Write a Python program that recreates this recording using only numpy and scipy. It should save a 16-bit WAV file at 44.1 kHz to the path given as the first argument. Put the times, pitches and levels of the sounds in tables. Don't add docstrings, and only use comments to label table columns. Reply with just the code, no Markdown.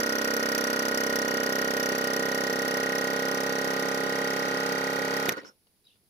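import sys
import numpy as np
from scipy import signal
from scipy.io import wavfile
from scipy.ndimage import uniform_filter1d

SR = 44100
rng = np.random.default_rng(int(sys.argv[2]) if len(sys.argv) > 2 else 0)


def invert_db(level):
    return 10 ** (np.asarray(level, dtype=float) / 20)


def waveform_to_disk(signal):
    frames = np.transpose(np.atleast_2d(signal))
    scaled = np.clip(frames, -1, 1) * 32767
    samples = np.round(scaled).astype(np.int16)
    wavfile.write(sys.argv[1], SR, samples)


N = 268569
TIME = np.arange(N) / SR

# (time [s], speed [turns/s])
SPEED = [(0, 32.944), (.9, 32.859), (1.4, 32.744), (2.2, 32.831), (2.8, 33.111), (3.4, 33.2), (4.4, 33.5),
         (5.3, 33.725)]
# (time [s], position [turns])
COASTING = [(5.3205, 176), (5.368, 177), (5.385, 177.3), (5.43, 177.57), (5.481, 178), (5.56, 178.18),
            (6.1, 178.19)]
START_TURN, LAST_DRIVEN_S = -.0245, 5.2854
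DRIVEN_TURNS = 175

# (place [turn], level at low pressure [dB], level at high pressure [dB], push +1 or pull -1)
AIR_PULSES = [(0, 6, 2, 1), (0.03, -6, -0.5, -1), (0.097, -4, -9, -1), (0.159, -2, -3, 1),
              (0.229, 0, -7, 1), (0.292, -5.5, -16.5, 1), (.565, -2, -7.5, 1), (0.604, -3.5, -1.5, -1),
              (0.96, -15, -18, -1)]
PANEL_KNOCKS = [(.01, 9, 1.5, 1), (.37, 9.5, 5, 1), (.72, 1, 8, 1), (.87, -12, -22, 1)]
REED_SLAPS = [(.235, 1, 3.5, 1), (.39, -10, -5.5, 1), (0.99, -18, -4.5, 1)]
BLASTS = [(-.01, -0.5, 1.5, 1), (.04, 3.5, -1.5, 1), (.44, -19.5, -10.5, 1), (.77, -28, -12.5, 1)]

# (pitch [Hz], width [Hz], level [dB], left-right balance [dB], left lead [rad], likeness of both sides [0-1])
HOUSING = [(183.6, 110, -15, 1, -1, 0.2), (275.3, 16, -4, -5.5, 2.9, 0.86), (310, 42, -5, -13.5, 3.5, 0.5),
           (474, 140, -0.5, 3.5, 0, 0.3), (580, 130, -8, -15, 1, 0), (634, 96, -15.5, 0, 4.5, 0.93),
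           (860, 25, -15.5, 5.5, -2, 0), (1016, 160, -15.5, 6, 5.5, 0.98)]
PANEL = [(958, 224, -7, 3.5, 3.5, 0.72), (1280, 36, -3, -4, -2, 0.9), (1443.5, 76, 2, -10.5, 3, 0.96),
         (1482, 36, 3, 2.5, 3.5, 0.97)]
REED = [(1880, 36, 0, -4.1, -.2, .97), (2150, 200, -12, -.5, -.3, .7), (1670, 110, -14, -1, 2.5, .8)]
GEARBOX = [(2400, 600, -4, 0, 1.5, 1), (2944, 41, 4, 4, 3, 0.56), (3205, 180, -5.5, 0, -1.5, 0.3),
           (3804, 230, -3.5, 2.5, -1.6, 0.59), (4190, 72, -1.5, 3.5, -0.5, 0.11),
           (4580, 110, 1, -2.5, 1.5, 0.88), (5530, 2300, -16.5, 9, -0.5, 0.32),
           (10100, 5200, -21, -1, -11.5, 0.96)]
HEAD = [(2900, 2900, -11, 1, 0.5, 0.23), (5230, 460, 1.5, -3.5, -3.5, 0.31),
        (5867, 234, 0, -11, -1.04, 0.53), (6650, 170, -8.5, -1.5, -1.5, 0.32),
        (8200, 170, -18, 8.7, -0.2, 0.21), (8950, 120, -24.5, -8.5, 9, 0.6),
        (10120, 570, -9, -0.5, 4, 0.48), (11180, 170, -12.5, 6.5, -2, .35),
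        (12130, 240, -3.5, -10, 1.77, .85), (12830, 2000, -13, -6, 3.5, 0.33),
        (15200, 1700, -25.5, 16, -9, .2)]
SWITCH_BODY = [(2200, 370, 5, -7, 0, 0.41), (3700, 290, 3, -3, 0.0059, 0.35),
               (6000, 750, 1.5, 0.5, 0.0035, 0.49), (8500, 2900, -10.5, -5, 0.0034, 0.36),
               (12200, 1900, -3.5, -2.5, 0.0042, 1), (15000, 2000, -20, -2, 0.0039, .4)]
LEAK_WHISTLE = [(5320, 160, 0, -2, 0, .5), (5900, 1400, -14, -2, 0, .3)]
OUTDOORS = [(60, 50, -13.5, -2, 0.0051, 1), (172, 160, -9, -2, 0.0077, 0.62), (415, 180, -13, -2, 0, 0.96),
            (754, 400, -20.5, -1, 0.0049, 0.6), (2000, 1500, -23.5, -0.3, 0, .2),
            (4700, 1500, -20.5, -1, 0.011, .1), (10100, 970, -10.5, -1, 0.005, .2),
            (10400, 900, -9.5, -1, 0.0088, .2), (13500, 3000, -23, -1.4, 0.0058, .1)]
FOLIAGE = [(3100, 650, 0, -1, 0, 0.14), (4300, 1400, -5, -1, 0, .2)]

# (multiple of crank rate [1], level at low pressure [dB], level at high pressure [dB])
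HUM = [(2, -25.5, -40), (3, -25, -28.5), (4, -21.5, -13.5), (5, -11.5, -9), (6, -9, -6.5), (7, 2.5, -13),
       (8, -0.5, -1), (9, 1, -19), (10, -8, -13), (11, -18.5, -5.5), (12, -1, -5), (13, -9, -5),
       (14, 2.5, 1.5), (15, -1.5, -14), (16, -3, -8), (17, -2.5, -3), (18, 1, -6), (19, -10.5, -20.5),
       (20, -7.5, -20), (21, -14, -12), (22, -11, -13.5), (23, -37.5, -35.5), (24, -14, -7.5),
       (25, -10, -6.5), (26, -30.5, -15), (27, -18.5, -21), (28, -29, -29.5), (29, -32, -20),
       (30, -9.5, -26), (31, -5.5, -9.5)]
# (multiple [1], level at low pressure [dB], level at high [dB], left-right balance [dB], left lead [rad])
SHAFT_TONES = [(1.3, -39, -50.5, -0.5, -12.5), (2.41, -42.5, -45.5, -3.5, -10), (37, -22, -19, 3, -2.5),
               (43.12, -25.5, -33.5, 1.5, 6)]

# (time [s], knock level [dB])
KNOCK = [(0, -34.5), (1.3, -32), (2.6, -31.5), (3.6, -31), (5.29, -31.5)]
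# (time [s], level [dB])
COAST = [(5.29, 0.5), (5.32, 1.5), (5.36, -12.5), (5.385, -2.5), (5.405, -15.5), (5.43, -12), (5.49, -19.5),
         (5.55, -38), (5.6, -58)]
REED_DB, BLAST_DB, GEAR_DB = (-32.5, -32), (-36.5, -42), (-42.5, -41.5)
REED_FOLLOWS, BLAST_FOLLOWS, GEAR_FOLLOWS = 0.7, .7, .9
VENT_S, VENT_TAKES_S, VENT_LOSS_DB = 5.322, 0.028, 11.5
UNMESH_TAKES_S, UNMESH_LOSS_DB = 0.027, 6.5
FREE_SWING_DB, FREEST_TURN = 3.5, 0.48

# (time [s], level [dB], time to fall 60 dB [s])
SNAP = [
    (5.289, -30.5, 0.022),
    (5.2925, -14, 0.0034),
    (5.294, -22.5, 0.0084),
    (5.321, -43.5, 0.045),
]
# (time [s], level [dB], time to fall 60 dB [s])
TICKS = [(5.552, -70, 0.016), (5.669, -63, .04), (5.851, -65.5, 0.028), (5.762, -75, .04),
         (5.955, -64.5, .04)]
# (time [s], length [s], level [dB])
LEAK = [
    (5.371, .032, -56),
    (5.444, .048, -53.5),
]
LEAK_EDGE_HZ, LEAK_TAIL_DB, LEAK_TAIL_T60_S = 60, -11.5, .15
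# (time [s], length [s], pitch [Hz], glide [Hz], level [dB])
BIRD = [(5.84, .012, 3800, 300, -70), (5.85, .009, 4900, -50, -66), (5.857, .009, 3850, -100, -64),
        (5.867, 0.0081, 4000, -400, -55), (5.874, .024, 2850, 400, -73), (5.879, .02, 3900, 60, -78),
        (5.899, 0.016, 2700, 150, -68), (5.912, .012, 3000, 900, -64), (5.92, 0.02, 3050, -350, -73),
        (5.927, .012, 3600, 300, -79), (5.96, .012, 3600, -200, -76)]
WARBLE_HZ, SCATTER_HZ, SCATTER_DB = 120, 10, 1
OUTDOORS_DB = -69.5


def rms_scale(x):
    return np.sqrt(np.mean(x ** 2))


def rms_one(x):
    return x / np.sqrt(np.mean(x ** 2) + 1e-20)


def in_time(rows):
    s, *columns = np.transpose(rows)
    return [np.interp(TIME, s, column) for column in columns]


def wander(size, span):
    return rms_one(uniform_filter1d(rng.standard_normal(size), max(int(span), 1)))


def low(x, hz):
    return signal.sosfilt(signal.butter(2, hz, fs=SR, output="sos"), x)


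def high(x, hz):
    return signal.sosfilt(signal.butter(2, hz, "high", fs=SR, output="sos"), x)


def resonate(shared, left, right, modes):
    out = np.zeros((2, N))
    for k, (hz, width_hz, level_db, pan_db, lead, alike) in enumerate(modes):
        r = np.exp(-np.pi * width_hz / SR)
        w = 2 * np.pi * hz / SR
        alike = np.clip(alike, 0, 1)
        gain = (-1) ** k * invert_db(level_db)
        for ch, (own, side) in enumerate([(left, .5), (right, -.5)]):
            drive = np.sqrt(alike) * shared + np.sqrt(1 - alike) * own + 1e-18
            b = (1 - r) * np.array([np.sin(side * lead), r * np.sin(w - side * lead)])
            ring = signal.lfilter(b, [1, -2 * r * np.cos(w), r * r], drive)
            out[ch] += gain * invert_db(side * pan_db) * ring
    return out


def crank():
    driven = START_TURN + np.cumsum(in_time(SPEED)[0]) / SR
    coasting = in_time([(LAST_DRIVEN_S, DRIVEN_TURNS)] + list(COASTING))[0]
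    return np.where(TIME < LAST_DRIVEN_S, driven, coasting)


def tank_pressure():
    return np.clip(crank() / DRIVEN_TURNS, 0, 1)


def powered():
    switched_off = 1. * (TIME >= SNAP[1][0])
    return np.clip(1 - low(switched_off, 12.0), 0, 1)


def effort():
    pressure, fade_db = tank_pressure(), in_time(COAST)[0]
    rising = lambda db: db[0] + (db[1] - db[0]) * pressure
    vented = np.clip((TIME - VENT_S) / VENT_TAKES_S, 0, 1)
    slack = np.clip((TIME - SNAP[1][0]) / UNMESH_TAKES_S, 0, 1)
    knock_db = in_time(KNOCK)[0] + fade_db
    reed_db = rising(REED_DB) + REED_FOLLOWS * fade_db
    blast_db = rising(BLAST_DB) + BLAST_FOLLOWS * fade_db - VENT_LOSS_DB * vented
    gear_db = rising(GEAR_DB) + GEAR_FOLLOWS * fade_db - UNMESH_LOSS_DB * slack
    return knock_db, reed_db, blast_db, gear_db


def contacts(table, jitter, slow_jitter, uneven_db, shift=0):
    turns, clicks = crank(), np.zeros(N + 1)
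    stroke = np.arange(-1, 179)
    pressure = np.clip(stroke / DRIVEN_TURNS, 0, 1)
    play = shift * pressure + slow_jitter * wander(len(stroke), 20)
    for turn, early_db, late_db, sign in table:
        angle = stroke + turn + play + jitter * rng.standard_normal(len(stroke))
        level_db = early_db + (late_db - early_db) * pressure + uneven_db * rng.standard_normal(len(stroke))
        size = np.sign(sign) * invert_db(level_db)
        inside = (angle > turns[0]) & (angle < turns[-1])
        at = np.interp(angle[inside], turns, np.arange(N))
        np.add.at(clicks, at.astype(int), size[inside] * (1 - at % 1))
        np.add.at(clicks, at.astype(int) + 1, size[inside] * (at % 1))
    return clicks[:N]


def hum(knock_db):
    turns, out = crank(), np.zeros((2, N))
    pressure = tank_pressure()
    pulse_turn, early_db, late_db, sign = np.transpose(AIR_PULSES)
    for k, low_db, high_db in HUM:
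        k = round(k)
        early, late = invert_db([early_db, late_db]) @ (np.sign(sign) * np.exp(-2j * np.pi * k * pulse_turn))
        timing = np.angle(early + (late - early) * pressure)
        level = invert_db(low_db + (high_db - low_db) * pressure)
        lead = np.interp(k, [7, 22, 30], [-.15, .15, 1.5])
        pan_db = np.interp(k, [2.5, 14, 24, 30], [-2.0, -3.5, -10, -4.5])
        for ch, side in enumerate([.5, -.5]):
            tone = np.cos(2 * np.pi * k * turns + timing + side * lead)
            out[ch] += level * invert_db(side * pan_db) * tone
    return invert_db(knock_db + 0.1) * rms_one(out) * powered()


def piston(knock_db):
    clicks = contacts(AIR_PULSES, jitter=0.0045, slow_jitter=0.0014, uneven_db=6.0)
    noise = rng.standard_normal((3, N))
    gusts = rms_one(low(np.abs(clicks), 49)) * noise[0]
    coasting = 1 - powered()
    coasting_drive = 0.44 * rms_one(clicks) + invert_db(-5.5) * gusts + 0.45 * noise[2]
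    drive = invert_db(-11.5) * gusts * powered() + coasting * coasting_drive
    usual = rms_scale(resonate(low(noise[1], 1500), 0, 0, HOUSING))
    housing = resonate(low(drive, 2600), 0, 0, HOUSING) / usual
    frame_thud = rms_one(low(low(clicks + invert_db(-25) * gusts, 380), 380))
    housing = housing + invert_db(-7.5) * coasting * frame_thud
    return invert_db(knock_db) * high(housing, 150)


def shaft(knock_db):
    turns, out = crank(), np.zeros((2, N))
    pressure = tank_pressure()
    for multiple, early_db, late_db, pan_db, lead in SHAFT_TONES:
        level_db = early_db + (late_db - early_db) * pressure + 1.5 * wander(N, 4000)
        for ch, side in enumerate([.5, -.5]):
            tone = np.sin(2 * np.pi * multiple * turns + side * lead)
            out[ch] += invert_db(level_db + side * pan_db) * tone
    return invert_db(knock_db + 10.5) * out * powered()


def struck(table, modes, soft_hz, shift, rough_db):
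    clicks = contacts(table, jitter=.0007, slow_jitter=.002, uneven_db=1.1, shift=shift)
    turbulence = rms_one(low(np.abs(clicks), 15) * rng.standard_normal((3, N)))
    strike = (0.63 + 0.47 * powered()) * rms_one(clicks)
    roughness = invert_db(rough_db) + 1.4 * (1 - powered())
    shared = low(strike + roughness * turbulence[0], soft_hz)
    left, right = low(turbulence[1:], soft_hz)
    return high(resonate(shared, left, right, modes), 600)


def valves(reed_db):
    panel = struck(PANEL_KNOCKS, PANEL, 2800, shift=0.0086, rough_db=-20.5)
    reed = struck(REED_SLAPS, REED, 1100, shift=-.05, rough_db=-33)
    reed = reed * invert_db(FREE_SWING_DB * np.cos(2 * np.pi * (crank() - FREEST_TURN)))
    both = invert_db(4.0) * rms_one(panel) + (0.37 + 0.66 * powered()) * rms_one(reed)
    return invert_db(reed_db) * rms_one(both)


def bursts(clicks, fast_s, slow_s, slow_db, grain_db):
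    fade = lambda s: signal.lfilter([1], [1, -invert_db(-60 / (s * SR))], clicks)
    envelope = low(fade(fast_s) + invert_db(slow_db) * fade(slow_s), 330)
    grain = invert_db(grain_db * np.minimum(rng.exponential(1, N), 4))
    return envelope * grain * rng.standard_normal((3, N))


def blast(blast_db):
    clicks = contacts(BLASTS, jitter=0.018, slow_jitter=.003, uneven_db=1.74)
    puffs = bursts(clicks, fast_s=0.031, slow_s=.12, slow_db=-30.5, grain_db=1.6)
    return invert_db(blast_db) * rms_one(high(resonate(*puffs, HEAD), 1500))


def gears(gear_db):
    turns = crank()
    place = (turns % 1 * 1024).astype(int)
    flaws = rng.standard_normal((3, 2, 1024))[:, :, place]
    wear = turns / 90
    repeating = np.cos(wear) * flaws[:, 0] + np.sin(wear) * flaws[:, 1]
    ripple_db = 2.5 * np.cos(2 * np.pi * 10 * turns) + 1.4 * np.cos(2 * np.pi * (turns - .1))
    drive = invert_db(ripple_db) * (repeating + invert_db(-4.5) * rng.standard_normal((3, N)))
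    return invert_db(gear_db) * rms_one(high(resonate(*drive, GEARBOX), 900))


def outdoors():
    return invert_db(OUTDOORS_DB) * rms_one(resonate(*rng.standard_normal((3, N)), OUTDOORS))


def snaps(events, modes):
    drive = np.zeros((3, N))
    for s, level_db, t60 in events:
        age = np.maximum(TIME - s, 0)
        fading = invert_db(level_db - np.minimum(60 * age / t60, 300))
        drive += (TIME >= s) * fading * rng.standard_normal((3, N))
    return invert_db(17) * high(resonate(*drive, modes), 200)


def switch():
    return snaps(SNAP, SWITCH_BODY)


def leak():
    gate = np.zeros(N)
    for s, length, level_db in LEAK:
        after = np.clip(TIME - s - length, 0, 1)
        tail_db = (after > 0) * (LEAK_TAIL_DB - 60 * after / LEAK_TAIL_T60_S)
        gate += (TIME > s) * invert_db(level_db + tail_db)
    whistle = rms_one(resonate(*rng.standard_normal((3, N)), LEAK_WHISTLE))
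    return low(gate, LEAK_EDGE_HZ) * whistle


def cooling_ticks():
    return low(snaps(TICKS, GEARBOX + PANEL + HOUSING), 6000)


def bird():
    song, waver = np.zeros(N), WARBLE_HZ * low(wander(N, 100), 300)
    for s, length, hz, glide_hz, level_db in BIRD:
        done = np.clip((TIME - s) / length, 0, 1)
        pitch = hz + glide_hz * done + waver
        song += invert_db(level_db) * np.sin(np.pi * done) * np.sin(2 * np.pi * np.cumsum(pitch) / SR)
    song *= 1.36 + .4 * low(wander(N, 40), 300)
    echoed = []
    for lag in (390, 530):
        echoed.append(song + invert_db(-10) * (np.roll(song, lag) + np.roll(song, 3 * lag)))
    leaves = rms_one(resonate(*rng.standard_normal((3, N)), FOLIAGE))
    scatter = low(np.abs(song), SCATTER_HZ) * leaves
    return np.array(echoed) + invert_db(SCATTER_DB) * scatter


def scene():
    knock_db, reed_db, blast_db, gear_db = effort()
    compressor = hum(knock_db) + piston(knock_db) + shaft(knock_db)
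    compressor = compressor + valves(reed_db) + blast(blast_db) + gears(gear_db)
    return compressor + outdoors() + switch() + leak() + cooling_ticks() + bird()


def band_limit(x):
    return signal.sosfilt(signal.butter(12, 16500, fs=SR, output="sos"), x)


def record(dry):
    top_cut = signal.cheby2(16, 40, 16000, fs=SR, output="sos")
    mix = signal.sosfilt(top_cut, dry)
    return band_limit(mix)


dry = scene()
out = record(dry)
waveform_to_disk(out)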